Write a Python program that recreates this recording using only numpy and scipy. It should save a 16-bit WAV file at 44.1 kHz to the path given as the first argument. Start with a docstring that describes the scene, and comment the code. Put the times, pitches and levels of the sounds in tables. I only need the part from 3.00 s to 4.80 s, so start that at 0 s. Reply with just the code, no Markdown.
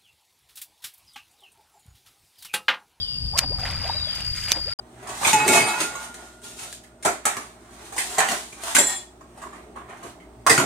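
"""Insects shrill steadily on a pond's bank, wind rumbles on the microphone and a far bird whistles downward.
Air pockets gurgle upward, something whips the water with a sharp slap at 0.4 s,
and clouds of ringing bubbles make the sloshes and the falling spray. The bird calls again at 0.8 s,
a second sharp slap lands at 1.5 s, and the sound drops out for an instant just before the end."""
import sys
import numpy as np
from scipy import signal
from scipy.fft import rfft, irfft
from scipy.io import wavfile
from scipy.ndimage import uniform_filter1d

SR = 44100
rng = np.random.default_rng(int(sys.argv[2]) if len(sys.argv) > 2 else 0)


def master_out(mix):
    """Clip the mix to full scale and print it as 16-bit PCM to the path in sys.argv[1]."""
    frames = np.transpose(np.atleast_2d(mix))
    ceiling = np.clip(frames, -1, 1)
    pcm = np.round(ceiling * 32767).astype(np.int16)
    wavfile.write(sys.argv[1], SR, pcm)


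N = 79380
T = np.arange(N) / SR


def amp(db):
    """Decibels to gain."""
    return 10 ** (np.asarray(db) / 20)


def swell(peak, rise, fall):
    """Envelope with an exponential attack up to its peak time, then an exponential decay."""
    return np.exp(-np.maximum((peak - T) / rise, (T - peak) / fall))


def noise(colour):
    """Noise of rms 1, shaped by an EQ curve of (frequency [Hz], relative level [dB])."""
    hz, db = np.transpose(colour)
    log_hz = np.log(np.fft.rfftfreq(N, 1 / SR) + 1)
    gain = amp(np.interp(log_hz, np.log(hz), db, left=-60, right=-90))
    shaped = irfft(rfft(rng.standard_normal(N)) * gain, N)
    return shaped / np.sqrt(np.mean(shaped ** 2) + 1e-20)


def stereo(x, other, likeness, lead_rad, left_db):
    """Widens x: the right side blends a phase-shifted copy with another signal."""
    shifted = (signal.hilbert(x) * np.exp(-1j * lead_rad)).real
    right = likeness * shifted + np.sqrt(1 - likeness ** 2) * other
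    return np.array([x * amp(left_db / 2), right * amp(-left_db / 2)])


def echo(x, t60):
    """Diffuse stereo tail: sound scattered by the water and the banks."""
    t = T[:SR // 2]
    tail = rng.standard_normal((2, len(t))) * amp(-60 * t / t60) * np.minimum(t / 0.0024, 1)
    tail /= np.linalg.norm(tail[0])
    return signal.fftconvolve(np.atleast_2d(x), tail, axes=1)[:, :x.shape[-1]]


def bank():
    """Many insects merge into one shrill, fluttering band over the faint hiss of open air."""
    # insect chorus spectrum (frequency [Hz], relative level [dB])
    chorus_eq = [(4200, -56), (4400, -26), (4520, -8.5), (4620, -16), (4730, 7.5), (4820, 0.5), (4930, -11),
                 (5060, -7.5), (5200, -27), (5700, -24.5), (6500, -81)]
    # open air spectrum (frequency [Hz], relative level [dB])
    air_eq = [(150, -2.5), (300, -3), (600, -7.5), (1200, -9), (2200, -12), (3500, -7), (6500, -16.5),
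              (9000, -11), (12000, -19), (15500, -42)]
    insects = stereo(noise(chorus_eq), noise(chorus_eq), likeness=.9, lead_rad=2.85, left_db=5.5)
    air = stereo(noise(air_eq), noise(air_eq), likeness=0.68, lead_rad=3.17, left_db=1.0)
    return amp(-30.5) * insects + amp(-45) * air


def wind():
    """Wind on the microphone: deep rumble, a flutter mostly on the left, and a few thumping buffets."""
    # gust envelope (time [s], level [dB])
    gusts = [(0, -39.5), (.08, -47.5), (.15, -41), (.26, -33), (.31, -40), (.45, -36.5), (.8, -35),
             (.9, -39.5), (1.0, -38), (1.14, -42), (1.2, -39.5), (1.42, -40.5), (1.62, -42.5),
             (1.72, -45.5), (1.8, -63)]
    # rumble spectrum (frequency [Hz], relative level [dB])
    rumble_eq = [(15, -11), (40, -1), (85, 0.5), (130, -6), (220, -23), (400, -40.5), (1000, -37)]
    # flutter spectrum (frequency [Hz], relative level [dB])
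    flutter_eq = [(30, 7), (70, -1.5), (120, 1), (180, -4), (280, -13), (450, -28), (1000, -53)]
    # single pushes of air (time [s], level [dB], pitch [Hz])
    buffets = [(0.272, -22, 80), (0.498, -43, 103), (.543, -27.5, 95), (0.59, -25, 82), (1.316, -24, 65)]
    rumble = noise(rumble_eq) * amp([[1.1], [-1.1]])
    flutter = stereo(noise(flutter_eq), noise(flutter_eq), likeness=0.66, lead_rad=0, left_db=10.5)
    thumps = sum(amp(db) * np.exp(-((T - s) / 0.0056) ** 2) * np.cos(2 * np.pi * hz * (T - s))
                 for s, db, hz in buffets)
    envelope = amp(np.interp(T, *np.transpose(gusts)))
    return (rumble + amp(-6.5) * flutter) * envelope + thumps * amp([[2], [-2]])


def bird():
    """A far, falling whistle smeared by the trees; the first call is already under way."""
    # slur of one call (time into the call [s], pitch [Hz], relative level [dB])
    whistle = [(0, 4377, -28), (0.068, 3890, -3), (.165, 3970, 0.5), (.225, 3540, -4), (.295, 3130, -1),
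               (.355, 2860, -9), (0.411, 2740, -11), (.45, 2800, -26)]
    # calls (start [s], level [dB])
    calls = [(-.26, -36.5), (0.821, -37)]
    s, hz, db = np.transpose(whistle)
    t = np.arange(-SR // 2, N) / SR  # half a second of pre-roll
    song = 0
    for start, level in calls:
        envelope = amp(level + np.interp(t - start, s, db, left=-90, right=-90))
        pitch = np.interp(t - start, s, hz)
        song += envelope * np.sin(2 * np.pi * np.cumsum(pitch) / SR)
    wet = echo(song, t60=0.85)[:, -N:]
    return stereo(1.35 * song[-N:] + 1.17 * wet[0], wet[1], likeness=0.78, lead_rad=2.6, left_db=3.5)


def gulps():
    """Large air pockets ring and glide upward as they close, their level wavering."""
    # air pockets (peak [s], level [dB], pitch [Hz], glide at peak [octaves/s], attack [s], decay [s])
    pockets = [(.34, -30, 830, 21.5, 0.0052, 0.013), (0.361, -29.5, 1060, 12, 0.0069, 0.0049),
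               (.372, -34, 676, 11.7, 0.02, 0.0075), (0.449, -33.5, 260, 15.6, 0.0066, 0.01),
               (.518, -35, 520, 36, 0.048, 0.021), (.602, -45, 780, 22, 0.0019, 0.0095),
               (0.634, -29.5, 720, 19, 0.0052, 0.0064), (0.854, -30, 640, 17, 0.0076, 0.014),
               (0.8982, -14, 850, 35, .001, 0.0027), (.95, -36.5, 600, 2.54, 0.004, .015),
               (1.074, -34.5, 610, 9, 0.0033, 0.0057), (1.564, -37, 310, 2.06, 0.003, 0.02),
               (1.682, -35, 570, 20, .017, 0.011), (1.715, -37.5, 1380, 4, 0.01, 0.0075),
               (1.794, -33.5, 691.4, 5, 0.0028, 0.018)]
    out = 0
    for s, db, hz, glide, rise, fall in pockets:
        pitch = hz * np.maximum(1 + np.log(2) * glide * np.clip(T - s, -.06, .06), .3)
        out += amp(db) * swell(s, rise, fall) * np.sin(2 * np.pi * np.cumsum(pitch) / SR)
    waver = noise([(20, -3), (120, 18), (400, 11)])
    return out * (1 + 0.2 * waver)


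def slaps():
    """Something whips the water and drops land: each a click, a tiny hissy ring and a soft halo of hiss."""
    # slaps and drop hits (time [s], level [dB], pitch [Hz], attack [s], decay [s])
    hits = [(0.3778, -12, 5540, 0.00059, .0007), (.386, -13, 6440, 0.0016, 0.0027),
            (.3892, -9, 7140, 0.0012, 0.0004), (0.3913, -1, 4315, 0.00064, 0.00074),
            (0.658, -31, 3170, 0.00072, 0.0024), (.711, -27.5, 2010, 0.0012, 0.0033),
            (0.876, -28, 2670, 0.00071, 0.00079), (1.2068, -25.5, 2840, 0.00051, 0.0031),
            (1.44, -26, 3090, 0.0022, 0.0042), (1.4835, -22, 2800, .0005, 0.001),
            (1.5188, -10.5, 4120, 0.00041, 0.00033), (1.5195, -1.5, 5730, .00045, 0.00034),
            (1.5205, -21.5, 500, 0.0002, 0.0018), (1.527, -18.5, 2400, 0.00091, 0.0013)]
    # hiss spectrum (frequency [Hz], relative level [dB])
    hiss_eq = [(150, -0.5), (350, -8.5), (700, -10), (1500, -16.5), (2500, 0), (5500, -2), (8000, -5),
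               (12000, -9), (16000, -28)]
    # spectrum of the hiss's stereo side signal (frequency [Hz], relative level [dB])
    side_eq = [(200, -26), (1000, -35), (2500, -7), (5500, 4), (8000, -5.5), (12000, -5), (16000, -22)]
    width, click_s = 0.8, .00004
    out, side = 0, noise(side_eq)
    hiss = 0.33 * (noise(hiss_eq) + width * np.array([side, -side]))
    for s, db, hz, rise, fall in hits:
        click_time = (T - s) / click_s
        click = 0.65 * click_time * np.exp((1 - click_time ** 2) / 2)
        ring = 0.62 * np.sin(2 * np.pi * hz * (T - s))
        crack = swell(s, rise, fall) * (ring + hiss)
        hiss_halo = amp(-16) * swell(s, rise=.004, fall=0.0039) * hiss
        out += amp(db) * (click + crack + hiss_halo)
    return out


def bubbles(low_hz, high_hz, per_s, ring_cycles, spread_db, width, sizes=36):
    """A steady cloud of damped, slightly rising bubble rings, random in timing, strength and pan."""
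    out, t = np.zeros((2, N)), T[:3000]
    chirp = 0.043  # share of pitch gained per decay time
    for k, hz in enumerate(np.geomspace(low_hz, high_hz, sizes)):
        age = t * hz / ring_cycles
        phase = 2 * np.pi * hz * t * (1 + chirp * np.minimum(age, 6) / 2)
        attack = (1 - np.exp(-t * hz * 3.2)) ** 2
        ring = attack * np.exp(-age) * np.exp(1j * phase)
        births = rng.random(N) < per_s / sizes / SR
        strength = amp(spread_db * np.minimum(rng.exponential(1, N), 4))
        kicks = births * strength * rng.choice([-1, 1], N)
        side = width * np.exp(2j * np.pi * rng.random())
        panned = np.array([ring * (1 + side), ring * (1 - side)]).imag
        taper = np.sin(np.pi * (k + .5) / sizes) ** .55  # softer at both ends of the range
        out += taper * signal.oaconvolve(kicks[None], panned, axes=1)[:, :N]
    return out / np.sqrt(np.mean(out.mean(0) ** 2))


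def sloshing():
    """Each surge of water stirs up gurgling large bubbles, splatter and fine spray."""
    # surges (peak [s], attack [s], decay [s], gurgle [dB], splatter [dB], spray [dB])
    surges = [(0.389, 0.017, 0.021, -34, -33, -38.5), (.443, 0.037, 0.011, -35.5, -40.5, -65),
              (.53, 0.079, 0.051, -47.5, -53.5, -81), (0.6, 0.011, 0.014, -35, -42, -45),
              (0.653, 0.024, 0.12, -38, -32.5, -46), (.875, 0.12, 0.13, -41, -39.5, -50.5),
              (1.153, 0.0032, 0.0079, -74, -62, -35), (1.191, 0.24, 0.091, -49, -41, -49.5),
              (1.252, 0.014, 0.073, -72, -45, -46), (1.375, 0.041, 0.17, -65, -39, -42),
              (1.508, 0.037, 0.023, -41.5, -32, -38), (1.564, 0.017, 0.026, -37, -36.5, -53),
              (1.72, 0.066, 0.026, -55, -41, -54), (1.793, 0.0032, 0.029, -35.5, -68, -55)]
    gurgle = bubbles(470, 1750, per_s=1000, ring_cycles=3.35, spread_db=2.6, width=0.043)
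    splatter = bubbles(1150, 5800, per_s=3000, ring_cycles=2.5, spread_db=3.3, width=0.2)
    spray = bubbles(4000, 13000, per_s=3000, ring_cycles=3.1, spread_db=2.9, width=1.16)
    out = 0
    for k, cloud in enumerate((gurgle, splatter, spray)):
        power = sum((amp(levels[k]) * swell(s, rise, fall)) ** 2 for s, rise, fall, *levels in surges)
        out += np.sqrt(power) * cloud
    return out


def scene():
    """Water near the centre with a short tail; insects, bird and wind around it."""
    water = (sloshing() + gulps()) * amp([[-.7], [.7]]) + slaps() * amp([[-.4], [.4]])
    return water + amp(-13.5) * echo(water, t60=0.054) + bank() + bird() + wind()


def record(dry):
    """A brief dropout, hard clipping where the slaps overload, and a steep high cut."""
    mute_s, unmute_s, cutoff_hz = 1.7365, 1.7885, 15750
    gate = uniform_filter1d(1. * ((T < mute_s) | (T > unmute_s)), size=60)
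    high_cut = signal.firwin(511, cutoff_hz, window=("kaiser", 9), fs=SR)
    return signal.oaconvolve(np.clip(dry * gate, -1, 1), high_cut[None], "same")


dry = scene()
out = record(dry)
master_out(out)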